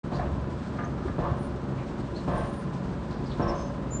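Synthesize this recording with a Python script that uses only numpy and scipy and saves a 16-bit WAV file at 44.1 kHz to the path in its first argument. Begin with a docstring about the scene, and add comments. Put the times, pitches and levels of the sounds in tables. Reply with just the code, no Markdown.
"""An excavator's six-cylinder diesel rumbles far off across an open field: its firings pulse
through the exhaust, its engine block clatters, and its steel tracks and bucket clank and rattle.
About once a second comes a heavy steel blow, perhaps a pile hammer, drawn out by echoes from the site.
Thin chirps, probably small birds, sound above it, with a few dull thumps below.
Wind hisses faintly in the grass and nudges the microphone."""
import sys
import numpy as np
from scipy import signal
from scipy.fft import rfft, irfft
from scipy.io import wavfile

SR = 44100
rng = np.random.default_rng(int(sys.argv[2]) if len(sys.argv) > 2 else 0)


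def inscribe(sig):
    """Save sig as 16-bit PCM at rate SR to the path in sys.argv[1].

    A 1-D sig is mono; a 2-D sig holds one channel per row.
    Samples are clipped to [-1, 1] before scaling.
    """
    pcm = np.round(np.clip(np.atleast_2d(sig).T, -1, 1) * 32767)
    wavfile.write(sys.argv[1], SR, pcm.astype(np.int16))


N = 176400
T = np.arange(N) / SR


def undb(db):
    """Turn decibels into a number to multiply by."""
    return 10 ** (np.asarray(db) / 20)


def unit(x):
    """Scale a sound to an average (rms) level of 1."""
    return x / np.sqrt(np.mean(x ** 2) + 1e-20)


def curve(rows):
    """A volume that glides through (seconds, dB) points."""
    return undb(np.interp(T, *np.array(rows).T))


def colour(x, points):
    """Shape a sound's bass and treble with a filter through (Hz, dB) points."""
    size = 2 * N
    hz, db = np.array(points, float).T
    freqs = np.maximum(np.fft.rfftfreq(size, 1 / SR), 1)
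    gain = undb(np.interp(np.log(freqs), np.log(hz), db))
    # These steps make the filter ring only after a sound, never before it.
    cepstrum = irfft(np.log(gain))
    cepstrum[1:N] *= 2
    cepstrum[N:] = 0
    return irfft(rfft(x, size) * np.exp(rfft(cepstrum)))[:N]


def noise(points):
    """Noise of level 1, shaped by (Hz, dB) points."""
    return unit(colour(rng.standard_normal(N), points))


def band(hz, width):
    """Noise of level 1 around one pitch; at 0 Hz, a random wobble that is faster when wider."""
    freqs = np.fft.rfftfreq(N, 1 / SR)
    falloff = 1 + (2 * (freqs - hz) / width) ** 2
    return unit(irfft(rfft(rng.standard_normal(N)) / falloff, N))


def clicks(times, sizes):
    """Single clicks at the given times in seconds."""
    return np.bincount(np.clip(np.asarray(times) * SR, 0, N).astype(int), sizes, N + 1)[:N]


def envelope(start, rise, hold, fade):
    """Rise, hold, then die away. 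All are in seconds; a fade time is how long a 60 dB drop takes."""
    age = T - start
    return np.clip(age / rise, 0, 1) * np.exp(-np.log(1000) * np.maximum(age - hold, 0) / fade)


def field_echo(x, db, fade):
    """Ground and trees scatter a sound and give it a short, blurred tail."""
    tail = rng.standard_normal(N) * envelope(0, 0.0034, 0, fade)
    return x + undb(db) * signal.fftconvolve(x, tail / np.linalg.norm(tail))[:N]


def ringing_steel(notes, start, hold):
    """Struck steel rings with several notes, a little different each time and blurred by reflections."""
    out = np.zeros(N)
    for hz, db, fade in notes:
        hz = hz * (1 + .004 * rng.standard_normal())
        tone = np.sin(2 * np.pi * hz * T + rng.uniform(0, 2 * np.pi))
        blur = .3 * band(hz, 33)
        out += undb(db) * (tone + blur) * envelope(start, .003, hold, fade)
    return out


def wind():
    """Gusts rumble on the microphone over a faint hiss in the grass."""
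    # Each row: time in seconds, level of the rumble in dB.
    gusts = [(0, -41), (.35, -35), (.7, -47), (1.08, -37.5), (1.6, -50.5), (2, -52), (3.0, -42),
             (3.45, -53.5), (4, -44)]
    # Each row of both: frequency in Hz, relative level in dB.
    rumble_shape = [(20, -24.5), (31, -10), (42, -15.5), (75, 0), (120, -11), (250, -43), (1000, -75.5)]
    hiss_shape = [(300, -8.5), (1500, 9), (2800, 6), (4300, 5), (5000, 2.5), (6500, -1), (8900, -5),
                  (9400, -93)]
    rumble = curve(gusts) * noise(rumble_shape)
    hiss_db = -58 + 1.88 * band(0, 26)
    return rumble + undb(hiss_db) * noise(hiss_shape)


def chirps():
    """Thin, rough whistles, probably birds, whose pitch rises and falls in an arch."""
    # Each row: start and length in seconds, level in dB, top pitch in Hz,
    # height of the arch as a share of that pitch, width of the roughness in Hz.
    calls = [(0.119, 0.079, -51, 4430, 0.25, 1310), (0.841, 0.016, -52.5, 6280, 0.015, 302),
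             (0.864, 0.015, -63, 6500, .02, 302), (1.369, 0.13, -63.5, 9300, 0.0032, 59.3),
             (2.147, 0.058, -49, 4430, 0.12, 400), (2.308, 0.22, -60, 9020, 0.0026, 99),
             (2.363, 0.043, -50, 9010, 0.0031, 70), (2.453, 0.2, -62, 9340, 0.004, 119),
             (3.254, .035, -53, 4840, 0.052, 1100), (3.294, 0.017, -52, 4470, .02, 600),
             (3.42, 0.026, -52, 5450, .01, 265), (3.475, 0.037, -43, 5430, .01, 260),
             (3.517, 0.19, -58, 5200, 0.027, 397), (3.516, 0.19, -58.5, 6280, 0.015, 267),
             (3.906, 0.083, -44.5, 7130, 0.019, 35)]
    out = np.zeros(N)
    for start, length, db, hz, arch, width in calls:
        progress = np.clip((T - start) / length, 0, 1)
        pitch = hz * (1 - arch * (2 * progress - 1) ** 2) + .28 * width * band(0, 400)
        whistle = np.sin(2 * np.pi * np.cumsum(pitch) / SR)
        rasp = 1 + .7 * band(0, 2 * width)
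        swell = np.sqrt(np.abs(np.sin(np.pi * progress)))
        out += undb(db) * swell * whistle * rasp
    return out


def thumps():
    """Dull thumps, each just a few swings of a low tone."""
    # Each row: start in seconds, peak level in dB, pitch in Hz, length in seconds.
    bumps = [(0.298, -24.5, 76.4, 0.082), (1.038, -35, 69.3, 0.077), (1.045, -25, 361, 0.027),
             (1.312, -15.5, 121, 0.017), (3.439, -19.5, 117, 0.016)]
    out = np.zeros(N)
    for start, db, hz, length in bumps:
        age = T - start
        swell = np.sin(np.pi * np.clip(age / length, 0, 1)) ** 2
        out += undb(db) * swell * np.sin(2 * np.pi * hz * age)
    return out


def rattles():
    """Loose steel on the tracks and bucket chatters briefly around one pitch."""
    # Each row: start in seconds, level in dB, middle pitch in Hz, fade time in seconds.
    shakes = [(.98, -46, 1240, 0.82), (1.246, -32, 1070, 0.23), (1.781, -52, 2280, 0.44),
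              (.191, -36, 674, 0.26), (0.19, -43.5, 1710, 0.22), (2.36, -42.5, 1520, 0.27),
              (3.107, -51.5, 4430, 0.037), (3.125, -57, 4430, 0.49), (3.312, -49.5, 3660, 0.3)]
    chatter = undb(1.5 * band(0, 160))
    return chatter * sum(undb(db) * band(hz, .35 * hz) * envelope(start, .003, 0.0043, fade)
                         for start, db, hz, fade in shakes)


def clanks():
    """Each knock of the bucket is a short, rough crunch that sets its steel plate ringing."""
    # Each row: start in seconds, level in dB.
    knocks = [(.785, -37), (.834, -43), (1.079, -44)]
    # Each row: pitch in Hz, relative level in dB, fade time in seconds.
    plate_notes = [(690, 1, .25), (1205, 0, .45), (1690, -5, .25)]
    out = np.zeros(N)
    for start, db in knocks:
        ring = ringing_steel(plate_notes, start, hold=0)
        crunch = band(1400, width=900) * envelope(start, rise=.003, hold=0, fade=.25)
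        out += undb(db) * (ring + crunch)
    return out


def blows():
    """Each heavy blow is a dull crack with echoes, a burst of noise, a scattered tail and ringing steel."""
    # Each row: start in seconds, overall gain in dB, amount of ringing, gain of crack and burst in dB.
    strikes = [(0.117, -4.5, .8, -3), (1.1832, -2.5, 0.97, 3), (2.2785, 0.5, 0.95, -1), (3.3965, 1, 1, -.5)]
    # Each row: delay in seconds, level in dB compared with the direct crack.
    echoes = [(.0068, 2), (0.09, -4.5)]
    # Each row: pitch in Hz, relative level in dB, fade time in seconds.
    steel_notes = [(342, -1, .33), (479, -1, .3), (567, 1, 1.15), (605, -4, .39), (708, -2.5, .6),
                   (875, -6, .5), (1040, -2.5, 1.1), (1108, -5.5, .7), (1290, -10, .8), (1560, -10, .55),
                   (1728, -14, .8)]
    # Each row of both: frequency in Hz, relative level in dB.
    crack_shape = [(30, -14), (80, 9.5), (150, 21), (260, 12.5), (520, 5), (850, -3), (1300, -2.5),
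                   (2200, -32.5), (9000, -52.5)]
    tail_shape = [(30, 8), (70, 6.5), (170, 1.5), (300, -13), (600, 4), (800, -4.5), (1150, -4.5),
                  (1400, -20.5), (1750, -15.5), (2100, -23), (3200, -27), (5000, -37), (9000, -55)]
    delays, echo_db = np.array([(0, 0)] + echoes).T
    out = np.zeros(N)
    for start, db, ringing, crack_db in strikes:
        crack = colour(clicks(start + delays, undb(echo_db)), crack_shape)
        crack = undb(-16.5) * crack / np.abs(crack).max()
        burst = undb(-30) * noise(crack_shape) * envelope(start, rise=0.00049, hold=0.0013, fade=0.54)
        tail = undb(-31) * noise(tail_shape) * envelope(start, rise=0.004, hold=0.12, fade=0.62)
        ring = ringing * undb(-33) / 2 * ringing_steel(steel_notes, start, hold=0.12)
        out += undb(db) * (undb(crack_db) * (crack + burst) + tail + ring)
    return out


def firings(turns):
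    """The cylinders fire three times per shaft turn, each a little off in timing and strength."""
    # The relative strength of each of the six cylinders in dB, in firing order.
    cylinder_db = [-1.5, 0.5, 5.5, -2, -1, 4]
    count, jitter_s, scatter_db = 300, .0008, 4.5
    times = np.interp(np.arange(count) / 3, turns, T, right=N)  # firings past the end stay silent
    timing, strength = rng.standard_normal((count, 2)).T
    db = np.resize(cylinder_db, count) + scatter_db * np.minimum(strength, 1)
    return clicks(times + jitter_s * timing, undb(db))


def exhaust_tones(shaft_angle):
    """The exhaust hums with wavering tones at whole multiples of the shaft's speed."""
    # Each row: cycles per shaft turn, level in dB.
    tones = [(2, -49.5), (3, -45), (6, -43), (10, -48)]
    out = np.zeros(N)
    for multiple, db in tones:
        level = undb(db + 2.5 * band(0, 5)) * np.sqrt(2)
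        phase = round(multiple) * shaft_angle + .5 * band(0, 25) + rng.uniform(0, 2 * np.pi)
        out += level * np.sin(phase)
    return out


def engine():
    """The diesel's firings drive the exhaust, its block clatters with the shaft and its panels ring."""
    # Each row of both: frequency in Hz, relative level in dB.
    exhaust_shape = [(25, -41), (45, -4), (70, -8), (95, -2.5), (135, 0), (220, -5.5), (340, -7.5),
                     (460, -18.5), (9000, -76)]
    clatter_shape = [(40, -29), (90, -19), (150, 2), (260, -1.5), (360, -7), (460, -9.5), (570, -10),
                     (780, -13.5), (1020, -15), (1350, -17.5), (1700, -22.5), (2100, -30), (4000, -38.5),
                     (9000, -63.5)]
    # A low drone grows and a hum comes and goes. Each row of both: time in seconds, level in dB.
    drone_levels = [(2.1, -63), (2.5, -48), (3.1, -43.5), (4, -41)]
    hum_levels = [(.6, -45), (2.05, -60), (2.27, -27), (2.5, -40.5), (2.9, -31), (3.3, -61)]
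    # Each row: pitch in Hz, width in Hz, level in dB.
    panel_notes = [(238, 72, -51.5), (353.4, 31, -49.5), (569.5, 44, -51), (1004, 87, -52)]
    shaft_hz, wander = 22.45, .007
    turns = np.cumsum(shaft_hz * (1 + wander * band(0, 4.08))) / SR
    angle = 2 * np.pi * turns
    pulses = firings(turns)
    tones = exhaust_tones(angle)
    throb = 1 + .07 * np.cos(angle)
    fluttering_noise = rng.standard_normal(N) * undb(0.5 * band(0, 34))
    clatter = undb(-36.5) * unit(colour(fluttering_noise * throb, clatter_shape))
    drone = curve(drone_levels) * np.sqrt(2) * np.sin(2 * np.pi * 58.2 * T)  # beats against the engine
    hum = curve(hum_levels) * np.sin(8 * angle + .5 * band(0, 14))
    panels = sum(undb(db) * band(hz, width) for hz, width, db in panel_notes)
    scattered_pulses = field_echo(pulses, db=1, fade=0.12)
    exhaust = undb(-37) * unit(colour(scattered_pulses, exhaust_shape))
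    return exhaust + tones + clatter + drone + hum + panels


def scene():
    """All the sounds meet at one microphone."""
    site = engine() + blows() + clanks() + rattles() + thumps()
    birds = field_echo(chirps(), db=-7, fade=.25)
    return (site + birds + wind())[None]


def record(dry):
    """The sound fades in quickly; the deepest bass and the highest treble are cut."""
    low_hz, top_hz, start_s = 31, 9550, 0.033
    bass_cut = signal.butter(4, low_hz, "high", fs=SR, output="sos")
    treble_cut = signal.ellip(10, .2, 70, top_hz, fs=SR, output="sos")
    fade_in = np.clip((T - start_s) / 0.016, 0, 1)
    return signal.sosfilt(treble_cut, signal.sosfilt(bass_cut, dry) * fade_in)


dry = scene()
out = record(dry)
inscribe(out)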